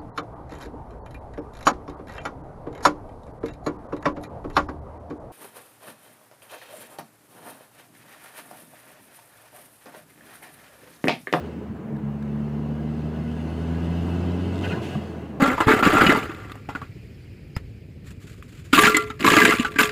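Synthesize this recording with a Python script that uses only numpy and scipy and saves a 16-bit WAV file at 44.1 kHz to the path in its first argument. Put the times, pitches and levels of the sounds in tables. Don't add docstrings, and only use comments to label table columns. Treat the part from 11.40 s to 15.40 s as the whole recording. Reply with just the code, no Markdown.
import sys
import numpy as np
from scipy import signal
from scipy.fft import rfft, irfft
from scipy.io import wavfile
from scipy.ndimage import uniform_filter1d

SR = 44100
rng = np.random.default_rng(int(sys.argv[2]) if len(sys.argv) > 2 else 0)


def store_pcm(level_fs):
    pcm = np.round(np.clip(level_fs, -1, 1) * 32767).astype(np.int16)
    wavfile.write(sys.argv[1], SR, np.atleast_2d(pcm).T)


def voltage_ratio(decibels):
    exponent = np.asarray(decibels, float) / 20
    return 10 ** exponent


N = 176400

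# time in seconds, firing rate in Hz.
FIRING_RATE = [(0, 80.7), (.2, 75.5), (.47, 74.15), (.6, 70.46), (1.08, 73), (1.9, 78.45), (2.74, 86.76),
               (3.17, 90.9), (3.3, 92.8), (3.48, 86.7), (3.62, 85.3), (3.84, 78.9), (4, 73)]
# time in seconds, load on each firing (1 full pull, below 0 overrun).
ENGINE_LOAD = [(0, .15), (.3, .1), (.45, .1), (.49, .8), (.54, 1.1), (.585, 1), (.61, .88), (.635, 1.1),
               (.74, 1.05), (.79, .96), (.9, 1), (3.14, 1), (3.18, .8), (3.28, .75), (3.33, -.3),
               (3.39, -.8), (3.45, -.5), (3.7, -.4), (3.85, 0), (4, 0)]
# firing rate in Hz, then levels in dB of firing orders 1, 2, 3 and 4.
ORDER_BOOM = [(70, -38, -36.5, -33, -68), (73.4, -34, -30.5, -30, -75), (79.3, -31, -33.5, -35.5, -55),
              (80.1, -29.5, -42, -41, -47), (82.13, -27.5, -28.5, -35, -55), (85.1, -26, -28, -36, -49),
              (87.1, -26, -32.5, -37.5, -38.5), (90.4, -27, -32, -35, -51.5), (92.8, -26.5, -36, -34, -69)]
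ORDER_COAST_DB = [-7, -13, -15, -6]
ORDER_LET_GO = [1, 4, 1.1, 1]
ORDER_WOBBLE_DB = [.4, 1.0, 1.2, 3]
# frequency in Hz, level in dB per Hz.
EXHAUST_COLOUR = [(35, -17), (60, -3), (91, -12.5), (128, -2.5), (176, -2.5), (429, -6.5), (497, -18),
                  (669, -14.5), (1500, -33), (1950, -53), (3300, -120)]
# time in seconds, level in dB.
EXHAUST_LEVEL = [(0, -50), (.45, -52), (.6, -52), (1.2, -36.5), (2, -39), (2.7, -31), (3.05, -32.5),
                 (3.2, -33), (3.35, -29), (3.5, -35.5), (3.7, -42), (4, -36.5)]
# time in seconds, level in dB.
AIR_FLOW = [(0, -52), (.3, -64), (.52, -68), (.98, -59), (1.44, -56.5), (1.8, -53), (2.2, -50.5),
            (2.67, -47.5), (3.1, -48), (3.2, -46.5), (3.26, -42.5), (3.33, -44.5), (3.39, -47.5),
            (3.6, -49), (3.8, -54.5), (4, -62)]
# frequency in Hz, level in dB per Hz.
INTAKE_COLOUR = [(300, -16), (600, -3.5), (1100, -15), (2300, -19.5), (3300, -20), (5500, -31), (9000, -37),
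                 (15700, -46)]
DUCT_MODES_HZ = [4390, 4980, 6090, 6540, 7040, 7860, 9210, 9950, 13400]
PANEL_MODES_HZ = [690, 990, 1483, 1645, 2046, 2238, 2505, 2622, 2762, 2880, 3092, 1227, 1389, 1806]
# width in Hz, level in dB.
PANEL_RINGS = [(40.6, -2.5), (35, 6.5), (22, 9), (19.5, 8.5), (24, 7.5), (25, -6), (16, 0.5), (20, 9),
               (20, 7.5), (22, 9.5), (22, 5), (30, 1.5), (28, -4.5), (22, -3)]
# time in seconds, pitch in Hz, level in dB.
WHISTLE = [(1.3, 7000, -95), (1.7, 8500, -90), (1.88, 9200, -74), (2.0, 9650, -82), (2.1, 10000, -76),
           (2.18, 10350, -83), (2.27, 10650, -76), (2.4, 11250, -92), (2.54, 11700, -76),
           (2.72, 11750, -74), (2.8, 11800, -95)]
# start in seconds, length in seconds, level in dB, top pitch in Hz, end pitch in Hz.
FLUTTER_PUFFS = [
    (3.222, 0.056, -38, 3300, 1500),
    (3.285, 0.06, -39.5, 3160, 1500),
    (3.345, .05, -47, 1770, 1200),
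]
# frequency in Hz, level in dB per Hz.
VENT_COLOUR = [(1000, -11), (2800, 2), (4500, -9.5), (9000, -17), (14000, -24), (15700, -34.5)]
# start in seconds, length in seconds, pitch in Hz, peak in dB rms.
PIPE_NOTES = [(3.22, .045, 3090, -45), (3.228, .045, 2760, -43), (3.235, .04, 2620, -46),
              (3.235, .035, 2450, -46), (3.232, .036, 2050, -44), (3.23, .045, 1800, -48),
              (3.235, .04, 1650, -43), (3.237, .045, 1490, -39), (3.215, .05, 705, -38),
              (3.285, .05, 2760, -44), (3.303, .04, 2870, -44), (3.3, .04, 2500, -44),
              (3.285, .03, 3060, -49), (3.298, .03, 1400, -40), (3.318, .035, 1480, -40),
              (3.305, .08, 1650, -45), (3.315, .05, 1810, -48), (3.31, .03, 4200, -54),
              (3.36, .04, 1050, -44)]
# time in seconds, level in dB.
KNOCK_TICKS = [(3.147, -36), (3.158, -33), (3.181, -32), (3.191, -32), (3.213, -33), (3.224, -35),
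               (3.246, -34), (3.257, -33), (3.279, -32), (3.289, -32), (3.312, -35)]
TICK_PITCHES_HZ = [3650, 7000]
# time in seconds, level in dB, body pitch in Hz, cabin pitch in Hz, click in dB.
DRIVELINE_KNOCKS = [
    (.286, -23, 100, 205, -50),
    (3.546, -14, 145, 212, -23.5),
]
CLICK_PITCHES_HZ = [710, 1158]
# time in seconds, level in dB.
TRIM_CREAKS = [
    (.564, -45),
    (.823, -42.5),
]
CREAK_PITCHES_HZ = [1650, 3700]
# start in seconds, length in seconds, pitch in Hz, peak in dB rms.
ROAD_BUMPS = [(.06, 0.062, 194, -42), (.12, 0.064, 234, -38.5), (.14, 0.049, 179, -35),
              (.2, 0.075, 205, -36), (.34, 0.04, 215, -36.5), (.53, 0.077, 320, -42.5),
              (3.17, .1, 325, -32), (3.29, 0.068, 171.6, -30), (3.28, 0.041, 129.7, -38),
              (3.29, 0.044, 262, -38), (3.31, 0.051, 441.4, -34), (3.35, 0.099, 122.6, -34)]
# frequency in Hz, level in dB per Hz.
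ROAD_COLOUR = [(50, -42), (100, -2.5), (220, -1), (450, -7), (1000, -18.5), (2200, -29), (4500, -50.5),
               (15700, -53)]
# pitch in Hz, width in Hz, level in dB.
AIR_CAVITIES = [(207.7, 23.5, 0), (316, 19, -6.5), (428, 33, -4)]
# frequency in Hz, level in dB per Hz.
MIC_HISS = [(1000, -10), (5000, 6), (12000, -10), (15700, -4.5)]


def column(table, k):
    times = [row[0] for row in table]
    return np.interp(np.arange(N) / SR, times, [row[k] for row in table])


def evened(x):
    return x / np.sqrt(np.mean(x ** 2) + 1e-20)


def slow_drift(top_hz):
    hz = np.fft.rfftfreq(N, 1 / SR)
    lowpass = (hz > 0) / (1 + (hz / top_hz) ** 4)
    return evened(irfft(rfft(rng.standard_normal(N)) * lowpass, N))


def noise(colour, patchy_db):
    hz = np.fft.rfftfreq(2048, 1 / SR)
    real, imag, patches = rng.standard_normal((N // 512 + 6, 1025, 3)).T
    patches = uniform_filter1d(patches, size=12, axis=0)
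    patches = evened(uniform_filter1d(patches, size=6, axis=1))
    f, db = np.transpose(colour)
    colour_db = np.interp(np.log(hz + 1), np.log(f), db)[:, None]
    spectrum = (real + 1j * imag) * voltage_ratio(colour_db + patchy_db * patches)
    return evened(signal.istft(spectrum, nperseg=2048, noverlap=1536)[1][:N])


def resonate(x, hz, width_hz):
    turn = np.exp(2j * np.pi * np.cumsum(hz * np.ones(len(x))) / SR)
    r = np.exp(-np.pi * width_hz / SR)
    return 2 * (turn * signal.lfilter([1 - r], [1, -r], x / turn)).real


def panels(x, damping=1):
    out = 0
    for k, (hz, (width_hz, db)) in enumerate(zip(PANEL_MODES_HZ, PANEL_RINGS)):
        out = out + (-1) ** k * voltage_ratio(db) * resonate(x, hz, width_hz * damping)
    return out


def blown(notes):
    rough_db, rough_hz = 3.5, 170
    t, out, rough = np.arange(N) / SR, np.zeros(N), slow_drift(rough_hz)
    for (start, length, hz, db), turn in zip(notes, rng.random(len(notes))):
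        shape = np.sin(np.pi * np.clip((t - start) / length, 0, 1))
        level_db = db + rough_db * min(hz / 1000, 1) * np.roll(rough, int(turn * N))
        out += np.sqrt(2) * voltage_ratio(level_db) * shape * np.sin(2 * np.pi * (hz * t + turn))
    return out


def engine():
    wobble_hz = 14
    clutch_s, clutch_width_s, clutch_db = 0.476, 0.073, -14
    hz, load = column(FIRING_RATE, 1), column(ENGINE_LOAD, 1)
    turns, boom = np.cumsum(hz) / SR, np.transpose(ORDER_BOOM)
    throb = 1 + 0.053 * np.cos(2 * np.pi * turns)
    out = voltage_ratio(column(EXHAUST_LEVEL, 1)) * noise(EXHAUST_COLOUR, patchy_db=1.0) * throb
    for k in range(4):
        db = np.interp(hz, boom[0], boom[k + 1])
        db += ORDER_COAST_DB[k] * np.minimum(ORDER_LET_GO[k] * (1 - load), 1.6)
        db += ORDER_WOBBLE_DB[k] * slow_drift(wobble_hz)
        if k == 0:
            db += clutch_db * np.exp(-((np.arange(N) / SR - clutch_s) / clutch_width_s) ** 2)
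        out += np.sqrt(2) * voltage_ratio(db) * np.sin(2 * np.pi * (k + 1) * turns)
    return out, turns


def intake(turns):
    gate_depth, panel_db, duct_db, duct_width_hz = 0.11, 4.5, 5.5, 75
    flow = voltage_ratio(column(AIR_FLOW, 1) + 3.0 + .5 * slow_drift(21))
    gate = (1 + gate_depth * np.cos(2 * np.pi * turns)) * flow
    rush = gate * noise(INTAKE_COLOUR, patchy_db=1.93)
    ring = gate * noise(INTAKE_COLOUR, patchy_db=1.93)
    ducts = sum(resonate(ring, hz, duct_width_hz) for hz in DUCT_MODES_HZ)
    return rush + voltage_ratio(panel_db) * panels(ring) + voltage_ratio(duct_db) * ducts


def turbine():
    hz = column(WHISTLE, 1) + 40 * slow_drift(30)
    db = column(WHISTLE, 2) + 3.5 * slow_drift(25)
    return np.sqrt(2) * voltage_ratio(db) * np.sin(2 * np.pi * np.cumsum(hz) / SR)


def puff(white, spray, start, length, db, top_hz, end_hz):
    width_hz, panel_damping, spray_db = 1300, 2.5, -11
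    t = np.arange(N) / SR
    u = np.clip((t - start) / length, 0, 1)
    hz, shape = top_hz * (end_hz / top_hz) ** u, np.sin(np.pi * u)
    swept = resonate(resonate(white, hz, width_hz), hz, width_hz) * shape
    fade = np.exp(-np.maximum(t - start - length, 0) / .008)
    rung = (panels(swept, panel_damping) + .3 * swept) * fade
    rung_rms = np.sqrt(np.sum(rung ** 2) / (length * SR / 2))
    return voltage_ratio(db) * (rung / rung_rms + voltage_ratio(spray_db) * spray * shape)


def vent(spray):
    start_s, rise_s, hold_s, fall_s = 3.408, .028, .14, .025
    vent_db, sag_db_per_s = -42.5, -61
    t = np.arange(N) / SR
    end_s = start_s + rise_s + hold_s
    shape = np.clip((t - start_s) / rise_s, 0, 1) * np.exp(-np.maximum(t - end_s, 0) / fall_s)
    level = voltage_ratio(vent_db + sag_db_per_s * np.maximum(t - start_s, 0))
    return level * shape * (noise(VENT_COLOUR, patchy_db=1.0) + 0.76 * panels(spray))


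def flutter():
    spray_colour = [(300, -10), (1500, 0), (3000, -2), (4500, -9), (9000, -17), (15700, -24)]  # Hz, dB per Hz
    spray = noise(spray_colour, patchy_db=2)
    white = rng.standard_normal(N)
    puffs = sum(puff(white, spray, *row) for row in FLUTTER_PUFFS)
    return puffs + vent(spray) + blown(PIPE_NOTES)


def knock_ticks():
    t, out = np.arange(6000) / SR, np.zeros(N)
    tones = sum(share * np.sin(2 * np.pi * hz * t) for hz, share in zip(TICK_PITCHES_HZ, [1, .3]))
    tick = tones * np.exp(-1800 * t)
    for s, db in KNOCK_TICKS:
        out[round(s * SR):][:6000] += voltage_ratio(db) * tick
    return out


def driveline_knocks():
    t, out = np.arange(6000) / SR, np.zeros(N)
    thud_t60_s, click_t60_s = .13, .04
    late = np.maximum(t - .006, 0)
    click = sum(g * np.sin(2 * np.pi * hz * late) for hz, g in zip(CLICK_PITCHES_HZ, [1, .5]))
    click = click * np.minimum(late / 0.0012, 1)
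    for s, db, body_hz, cabin_hz, click_db in DRIVELINE_KNOCKS:
        cabin = np.sin(2 * np.pi * cabin_hz * t) * np.minimum(t / .02, 1.8)
        ring = np.sin(2 * np.pi * body_hz * t) + cabin
        thud = np.minimum(t / .014, 1) * voltage_ratio(db - 60 * t / thud_t60_s) * ring
        out[round(s * SR):][:6000] += thud + click * voltage_ratio(click_db - 60 * late / click_t60_s)
    return out


def trim_creaks():
    t, out, creak_s = np.arange(6000) / SR, np.zeros(N), .0045
    shape = t / creak_s * np.exp(-(t / creak_s) ** 2)
    for (s, db), grit in zip(TRIM_CREAKS, rng.standard_normal((len(TRIM_CREAKS), 6000))):
        creak = .03 * grit
        for hz, share in zip(CREAK_PITCHES_HZ, [1.8, .5]):
            creak = creak + share * np.sin(2 * np.pi * hz * t) + resonate(grit, hz, 1100)
        out[round(s * SR):][:6000] += voltage_ratio(db) * creak * shape
    return out


def road():
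    roar = voltage_ratio(-38 + 0.28 * slow_drift(7.9)) * noise(ROAD_COLOUR, patchy_db=1.5)
    rung = sum(voltage_ratio(db) * resonate(roar, hz, width_hz) for hz, width_hz, db in AIR_CAVITIES)
    return roar + rung + blown(ROAD_BUMPS)


def scene():
    motor, turns = engine()
    boost = intake(turns) + turbine() + flutter()
    hits = knock_ticks() + driveline_knocks() + trim_creaks()
    return (motor + boost + hits + road())[None]


def top_cut(x):
    return signal.sosfilt(signal.butter(12, 15790, fs=SR, output="sos"), x)


def record(dry):
    heard = dry + voltage_ratio(-76.5) * noise(MIC_HISS, patchy_db=7.0)
    bass_cut = signal.butter(4, 81.3, "high", fs=SR, output="sos")
    return top_cut(signal.sosfilt(bass_cut, heard))


dry = scene()
out = record(dry)
store_pcm(out)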